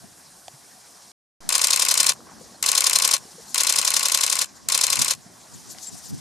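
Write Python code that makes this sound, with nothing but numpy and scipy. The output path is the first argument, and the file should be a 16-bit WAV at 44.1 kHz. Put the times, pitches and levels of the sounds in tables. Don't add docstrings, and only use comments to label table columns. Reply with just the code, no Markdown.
import sys
import numpy as np
from scipy import signal
from scipy.io import wavfile
from scipy.ndimage import uniform_filter1d, map_coordinates

SR = 44100
rng = np.random.default_rng(int(sys.argv[2]) if len(sys.argv) > 2 else 0)


def rack_gain(trim_db):
    fader = np.asarray(trim_db, float)
    return 10 ** (fader / 20)


def store_pcm(level_fs):
    pcm = np.round(np.clip(level_fs, -1, 1) * 32767).astype(np.int16)
    wavfile.write(sys.argv[1], SR, np.atleast_2d(pcm).T)


N = 273552
TURN_S = 0.09
SLIP_MS = 0.12

# start_s, turns, level_db (relative), change_db per turn (taken off when negative)
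BURSTS = [(1.49, 7, 0, 0.17), (2.626, 6, -0.5, 0.33), (3.544, 10, 0, -0.2146), (4.686, 5, -0.5, -0.45)]


def drive():
    turns, ends = [], []
    for start_s, count, level_db, change_db in BURSTS:
        count = int(count)
        turns += [(start_s + k * TURN_S, level_db + k * change_db) for k in range(count)]
        ends.append((start_s + count * TURN_S, level_db + count * change_db))
    t = np.arange(N) / SR
    running = sum((t > s) & (t < s + TURN_S) for s, _ in turns)
    whirr = uniform_filter1d(1.0 * running, 200) * rng.standard_normal((2, N)) + 1e-9
    swarms = contact_force(whirr, turns, ends)
    thuds = thud_force(whirr[0], turns, ends)
    return upper_body(swarms) + shell(thuds)


# at_ms, clack_db (push before the body), rise_ms, fall_ms (both to 1/e),
# knock_db and tick_db (both relative to the clack), repeat_share (0-1, same on every turn)
CONTACTS = [(0.996, -12.5, 0.58, 2.37, -1.5, 4, 0.86), (5.94, -28.5, 0.67, 2.7, 1, -6, 0.58),
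            (14.35, -17.5, 2.5, 2.54, 2, -2, 0.62), (19.77, -25, 0.55, 3.3, 8, -12, 0.8),
            (33.5, -22.5, 0.78, 2.4, 5, 4, 0.7), (37, -11, 1.67, 1.2, -4, 2.5, 0.87),
            (39.9, -15, 0.73, 3.3, -9.5, 1.5, 0.66), (51.05, -19.5, 1.6, 3.8, -1.5, -2.5, 0.2),
            (55.0, -26.5, 0.55, 6.1, 2.5, -8, 0.8), (59.74, -10, 0.87, 1.7, -7, -5, 0.5),
            (63, -9.5, 1.3, 4.65, -4, 1.5, 0.34), (68.6, -18, 1.5, 5.8, -0.5, 0, 0.8),
            (80.4, -26, .6, 2.7, 5, -6, 0.4), (89.5, -20.5, 1.2, 2, -5, -3, 0.8)]
PARKING_CONTACTS = [(0.5, -23.5, .8, 2.8, 1.3, 1.5, 0.95), (5.0, -43, 2.0, 8.1, 2, -10, .5),
                    (13.5, -38, 2.0, 5.6, 0.4, 5.5, 0.76)]


def contact_force(whirr, turns, ends):
    whirr_db = -32
    force = np.ones((3, 1, 1)) * rack_gain(whirr_db) * whirr
    force = play(force, CONTACTS, *zip(*turns))
    return play(force, PARKING_CONTACTS, *zip(*ends))


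def play(force, contacts, starts, levels_db):
    uneven_db, lead = 0.93, 400
    ms = (np.arange(2600) - lead) / SR * 1000
    for at_ms, clack_db, rise_ms, fall_ms, knock_db, tick_db, same in contacts:
        shape = np.exp(np.where(ms < 0, ms / rise_ms, -ms / fall_ms))
        worn = grains(shape)
        strength = rack_gain([[[knock_db]], [[0]], [[tick_db]]])
        for start_s, level_db in zip(starts, levels_db):
            slip, uneven = rng.standard_normal(2)
            i = round((start_s + (at_ms + SLIP_MS * slip) / 1000) * SR) - lead
            swarm = np.sqrt(same) * worn + np.sqrt(1 - same) * grains(shape)
            push = rack_gain(clack_db + level_db + uneven_db * uneven)
            force = add(force, i, strength * push * swarm)
    return force


def grains(shape):
    grains_per_s = 14000
    size = (2, len(shape))
    hit = rng.random(size) < grains_per_s / SR
    uneven = rng.standard_normal(size) * rack_gain(2.0 * rng.exponential(1, size))
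    swarm = shape * (hit + 0.026) * uneven
    energy = np.sum(swarm ** 2, axis=1, keepdims=True)
    return swarm * np.sqrt(np.sum(shape ** 2) / energy)


# pitch_hz, width_hz, level_db (relative)
BODY = [(2650, 90, -3.5), (3600, 70, -4), (4163, 67, 5), (5240, 200, -6.5), (6600, 370, -33),
        (7700, 330, -5), (8300, 29, -6.5), (8950, 48, -1.5), (10470, 130, -7.5), (10470, 280, -15)]
# (per Hz, relative)
BODY_COLOUR = [(880, -39), (1500, -9), (1610, -6), (2400, -1.5), (3180, -4), (4140, -5.5), (4570, -0.5),
               (6560, 3), (10700, -5), (15500, -20.5)]
# pitch_hz, likeness (1 same, 0 unrelated)
BODY_LIKENESS = [(1800, 0.23), (3000, 0.57), (6800, 0.83), (15000, 0.28)]
# pitch_hz, left_over_right_db
BODY_PAN = [(1900, 8.5), (2300, 3.5), (2700, 7), (3150, 4.5), (4400, 3), (8000, 2.5), (15000, 5.5)]


def upper_body(force):
    body_db, ring_db = 1, 2.5

    def row(hz):
        return force[int(hz > 3300) + int(hz > 6000)]

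    parts = []
    for k, (hz, sos) in enumerate(bands(1637, 15260, count=10)):
        parts.append((hz, (-1) ** k * rack_gain(at_hz(BODY_COLOUR, hz)) * signal.sosfilt(sos, row(hz))))
    for k, (hz, width_hz, db) in enumerate(BODY):
        parts.append((hz, (-1) ** k * rack_gain(db + ring_db) * resonance(row(hz), hz, width_hz)))
    stereo = sum(spread(p, at_hz(BODY_LIKENESS, hz), at_hz(BODY_PAN, hz)) for hz, p in parts)
    return rack_gain(body_db) * stereo


# at_ms, lowest_mode_db, middle_modes_db, upper_modes_db (pushes before the shell)
THUDS = [(0.595, -30, -28, -15), (3.43, -19, -27, -18), (6.7, -30, -42, -15), (13.67, -41, -16.5, -18),
         (21.44, -19, -22, -14), (33.56, -14, -17, -27), (36.8, -28, -19, -14), (39.94, -18, -20.5, -17.5),
         (46.4, -23, -31.5, -13), (53.2, -25, -28, -26), (55, -20, -20.5, -20), (63.1, -17, -15.5, -8.5),
         (67.4, -37, -19.5, -12), (70.6, -16.5, -17.5, -28), (74.2, -15, -28, -22), (77.1, -24, -26, -22),
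         (79.9, -30, -37, -31)]
PARKING_THUDS = [(.5, -28, -24, -16), (13.5, -42, -34, -38)]


def thud_force(whirr, turns, ends):
    whirr_db = -36
    force = np.ones((3, 1)) * rack_gain(whirr_db) * whirr
    force = thump(force, THUDS, *zip(*turns))
    return thump(force, PARKING_THUDS, *zip(*ends))


def thump(force, thuds, starts, levels_db):
    fall_ms, uneven_db = 0.42, 0.8
    push = np.exp(-np.arange(200) / SR * 1000 / fall_ms)
    for at_ms, *group_db in thuds:
        for start_s, level_db in zip(starts, levels_db):
            slip, uneven = rng.standard_normal(2)
            i = round((start_s + (at_ms + SLIP_MS * slip) / 1000) * SR)
            force = add(force, i, rack_gain(np.c_[group_db] + level_db + uneven_db * uneven) * push)
    return force


# pitch_hz, width_hz, left_db, right_db (both relative), right_lag_ms
SHELL = [(560, 150, -7, -6.5, 0.44), (910, 110, -4.5, -9, 0.072), (1030, 90, 4, 0, 0.098),
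         (1095, 80, 9, -2.5, 0.14), (1337, 140, -1, -4.5, 0.18), (1444, 130, 1, -10, 0.1),
         (1702, 37, -22, -4, 0.013)]


def shell(thuds):
    shell_db = 7.5
    out = 0
    for hz, width_hz, left_db, right_db, lag_ms in SHELL:
        group = thuds[int(hz > 750) + int(hz > 1200)]
        ring = resonance(resonance(group, hz, width_hz), hz, 3.2 * width_hz)
        late = np.interp(np.arange(N) - lag_ms * SR / 1000, np.arange(N), ring)
        out = out + np.array([rack_gain(left_db) * ring, rack_gain(right_db) * late])
    return rack_gain(shell_db) * out


# start_s, ring_db (before swell and decay), pitch_hz,
# t60_s (time to fall 60 dB), crack_db (before its filter), left_over_right_db
KNOCKS = [(0.04, -32, 205, 0.042, -70, 10), (0.4813, -19.5, 720, 0.014, -21, -1),
          (0.534, -35, 137, .08, -70, 0), (2.19, -33, 483, 0.033, -70, 3),
          (2.267, -32, 1050, 0.024, -60, 0), (2.294, -34, 1100, .025, -60, 0),
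          (2.314, -37, 169, 0.05, -70, 0), (2.405, -38, 163, .08, -70, 0),
          (2.409, -31.5, 504, 0.037, -70, 10), (3.336, -38, 175, 0.098, -70, 0),
          (3.38, -31, 482, 0.037, -60, 8), (3.395, -35, 470, 0.032, -70, 6),
          (5.261, -30, 184, 0.03, -68, -6), (5.415, -39, 805, 0.022, -37, 0),
          (5.748, -32.5, 724, 0.023, -35, 0), (5.785, -37, 1600, 0.006, -29, 15),
          (5.83, -41, 2480, .01, -31, 10), (5.95, -34, 720, .03, -50, -8), (6.179, -31, 148, .04, -60, 8)]


def knocks():
    out, t = np.zeros((2, N)), np.arange(4000) / SR
    bright = signal.butter(3, [1800, 7500], "band", fs=SR, output="sos")
    for start_s, ring_db, hz, t60_s, crack_db, pan_db in KNOCKS:
        swell = np.minimum(t / (0.19 * t60_s), 1)
        ring = rack_gain(ring_db - 60 * t / t60_s) * swell * np.sin(2 * np.pi * hz * t)
        noise = signal.sosfilt(bright, rng.standard_normal(len(t)))
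        crack = rack_gain(crack_db) * noise * np.exp(-t / 0.0011)
        add(out, round(start_s * SR), (ring + crack) * pan(pan_db))
    return out


# time_s, pitch_hz, level_db (before stutter and pan)
SQUEAK = [(5.868, 7580, -31), (5.876, 7570, -33), (5.89, 7460, -35), (5.897, 7100, -41)]


def squeak():
    time_s, hz, db = np.transpose(SQUEAK)
    t = np.arange(N) / SR
    stutter_db = 4.0 * signal.lfilter([0.04], [1, -0.96], rng.standard_normal(N)) / 0.14
    tone = np.sin(2 * np.pi * np.cumsum(np.interp(t, time_s, hz)) / SR)
    level_db = np.interp(t, time_s, db, -120, -120) + np.minimum(stutter_db, 5)
    return rack_gain(level_db) * tone * pan(4)


# start_s, peak_db (rms at the top of the swell), pitch_hz, length_s
CHIRPS = [(2.538, -52, 4320, 0.035), (3.47, -49, 4270, 0.026), (4.565, -54, 5320, .02)]


def chirps():
    out = np.zeros((2, N))
    for start_s, peak_db, hz, length_s in CHIRPS:
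        swell = np.hanning(round(length_s * SR))
        ringing = resonance(resonance(rng.standard_normal(3000), hz, 120), hz, 120)
        note = rms_one(ringing[-len(swell):])
        add(out, round(start_s * SR), rack_gain(peak_db) * swell * note)
    return out


# middle_s, length_s, peak_db (of the sheen, before pan)
SWISHES = [(2.438, .16, -52), (3.316, 0.026, -49.5), (3.423, 0.044, -50.5), (3.532, 0.23, -45),
           (4.567, 0.067, -53.5), (5.55, 0.099, -51.5), (5.69, .08, -51), (5.72, .06, -42),
           (5.798, 0.065, -47), (5.831, 0.063, -45), (5.86, 0.11, -42.5), (5.94, 0.086, -45.5),
           (5.988, 0.066, -45), (6.057, .12, -42.5), (6.1, 0.039, -45.5), (6.147, 0.044, -51),
           (6.19, 0.051, -49.5)]


def swishes():
    swell = np.zeros(N)
    for middle_s, length_s, peak_db in SWISHES:
        i = round((middle_s - length_s / 2) * SR)
        add(swell, i, rack_gain(peak_db) * np.hanning(round(length_s * SR)))
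    body = air_layer(3500, 6340, count=3, patchy_db=1.0, rate=34) * rack_gain(-4.5)
    sheen = air_layer(6360, 16300, count=5, patchy_db=4.5, rate=55)
    return swell * (body + sheen) * pan(6.5)


# from_s, to_s, level_db (before pan)
FUMBLES = [(2.15, 2.6, -56), (3.2, 3.53, -58)]


def fumbles():
    bumps_per_s, cycles = 250, 2.5
    t = np.arange(N) / SR
    bumps = (rng.random(N) < bumps_per_s / SR) * rng.standard_normal(N) + 1e-12
    dealt = rng.integers(0, 8, N)
    rings = 0
    for k, hz in enumerate(np.geomspace(160, 1150, 8)):
        once = resonance(bumps * (dealt == k), hz, hz / cycles)
        rings = rings + resonance(once, hz, hz / cycles) / np.sqrt(hz)
    busy = sum(rack_gain(db) * (t > a) * (t < b) for a, b, db in FUMBLES)
    return uniform_filter1d(busy, 900) * rms_one(rings) * pan(3)


# peak_s, peak_db (before the lumps), rise_s, fall_s
GUSTS = [(0.04, -55, 0.056, 0.08), (.55, -72, 0.09, 0.13), (1.46, -46.5, 0.065, 0.092),
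         (1.74, -59, 0.091, 0.11), (1.96, -44.5, 0.066, .12), (2.42, -58, .15, 0.13),
         (2.92, -58.5, 0.17, 0.26), (3.7, -54, 0.2, .3), (4.15, -60, .15, .15), (4.45, -56, .15, 0.13),
         (4.73, -44.5, 0.13, .12), (4.96, -41.5, .1, 0.18), (5.66, -47.5, .12, 0.15),
         (5.95, -50, 0.088, 0.14), (6.17, -40, 0.1, .1)]


def port_wind():
    fall_db, calm_db = 11, -80
    t = np.arange(N) / SR
    gusts = rack_gain(calm_db)
    for peak_s, db, rise_s, fall_s in GUSTS:
        away = np.maximum((peak_s - t) / rise_s, (t - peak_s) / fall_s)
        gusts = gusts + rack_gain(db - fall_db * away)
    puff = signal.butter(3, [90, 260], "band", fs=SR, output="sos")
    noise = rms_one(signal.sosfilt(puff, rng.standard_normal((2, N))))
    return spread(gusts * rack_gain(6.3 * drift(22)) * noise, -0.93, 0)


# time_s, rumble_db, murmur_db, hiss_db, top_db (above about 8 kHz)
AIR_LEVELS = [(0.0, -57.5, -58, -53.5, -55.5), (0.4, -62, -58, -54, -54.5), (1.1, -65.5, -57, -51.5, -55.5),
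              (1.41, -59.5, -52.5, -52, -59.5), (2.3, -55.5, -55, -53, -58),
              (3.3, -58.5, -54.5, -49, -53.5), (4.55, -60.5, -56, -53.5, -60.5),
              (4.9, -59, -58.5, -51, -62), (5.3, -57.5, -56.5, -54, -59), (5.6, -58.5, -54, -49, -53),
              (6.2, -60, -55, -49.5, -57)]


def open_air():
    time_s, *levels = np.transpose(AIR_LEVELS)
    rumble, murmur, hiss, top = [rack_gain(np.interp(np.arange(N) / SR, time_s, db)) for db in levels]
    return (rumble * air_layer(32.2, 379, count=6, patchy_db=3.5, rate=16)
            + murmur * air_layer(377, 2420, count=10, patchy_db=2.5, rate=30)
            + hiss * air_layer(2480, 7660, count=5, patchy_db=1.3, rate=37)
            + top * air_layer(7950, 16600, count=4, patchy_db=1.0, rate=37))


# (per Hz, relative within a layer)
AIR_COLOUR = [(30, -48), (64, -16), (184, -9.5), (300, -12.5), (466, -18.5), (713, -10.5), (925, -15.5),
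              (1060, -13), (1200, -19.5), (1600, -16.5), (2100, -22), (2740, -25), (3900, -21),
              (4950, -15.5), (6300, -15), (10900, -25.5), (15500, -39)]
# pitch_hz, likeness (1 same, 0 unrelated)
AIR_LIKENESS = [(30, .3), (60, 0.76), (180, 1), (550, 0.21), (1650, 0.68), (4970, 0.97), (15000, 0.77)]


def air_layer(low_hz, high_hz, count, patchy_db, rate):
    out, together, white = 0, drift(rate), rng.standard_normal((2, 2, N))
    for k, (hz, sos) in enumerate(bands(low_hz, high_hz, count)):
        flicker_db = patchy_db * (0.27 * together + drift(rate))
        gain = rack_gain(at_hz(AIR_COLOUR, hz) + flicker_db)
        noise = signal.sosfilt(sos, white[k % 2])
        out = out + gain * spread(noise, at_hz(AIR_LIKENESS, hz), 0)
    return out / np.std(out.mean(axis=0))


def at_hz(points, hz):
    table_hz, values = np.array(points).T
    return np.interp(np.log(hz), np.log(table_hz), values)


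def rms_one(x):
    return x / np.sqrt(np.mean(x ** 2) + 1e-20)


def drift(rate):
    knots = rng.standard_normal(400)
    return map_coordinates(knots, [np.arange(N) / SR * rate], order=3)


def resonance(x, hz, width_hz):
    r = np.exp(-np.pi * width_hz / SR)
    poles = [1, -2 * r * np.cos(2 * np.pi * hz / SR), r * r]
    return signal.lfilter([(1 - r * r) / 2, 0, (r * r - 1) / 2], poles, x)


def bands(low_hz, high_hz, count):
    edges = np.geomspace(low_hz, high_hz, count + 1)
    return [(np.sqrt(a * b), signal.butter(2, [a, b], "band", fs=SR, output="sos"))
            for a, b in zip(edges, edges[1:])]


def pan(left_over_right_db):
    return rack_gain([[left_over_right_db / 2], [-left_over_right_db / 2]])


def spread(pair, alike, pan_db):
    alike = np.clip(alike, -0.99, 0.99)
    both = np.sqrt(1 + alike) * pair[0] + np.sqrt(1 - alike) * pair[1] * [[1], [-1]]
    return both * pan(pan_db) / np.sqrt(2)


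def add(track, i, piece):
    track[..., i:i + piece.shape[-1]] += piece[..., :track.shape[-1] - i]
    return track


def scene():
    near = knocks() + squeak() + chirps() + swishes() + fumbles()
    return drive() + near + port_wind() + open_air()


def band_limit(x):
    return signal.sosfilt(signal.butter(12, 15990, fs=SR, output="sos"), x)


# mute_s, return_s
SILENCE = (1.118, 1.4052)


def record(dry):
    mute_s, return_s = SILENCE
    offset_db, settle_s, fade_s = -48, 0.17, 0.0018
    t = np.arange(N) / SR
    back = t > return_s
    gate = np.clip((mute_s - t) / fade_s + 1, 0, 1) + back
    offset = rack_gain(offset_db) * np.exp(-np.abs(t - return_s) / settle_s) * back
    low_pass = signal.cheby2(8, 50, 16100, fs=SR, output="sos")
    cut = signal.sosfilt(low_pass, dry + offset)
    return band_limit(np.clip(cut * gate, -1, 1))


dry = scene()
out = record(dry)
store_pcm(out)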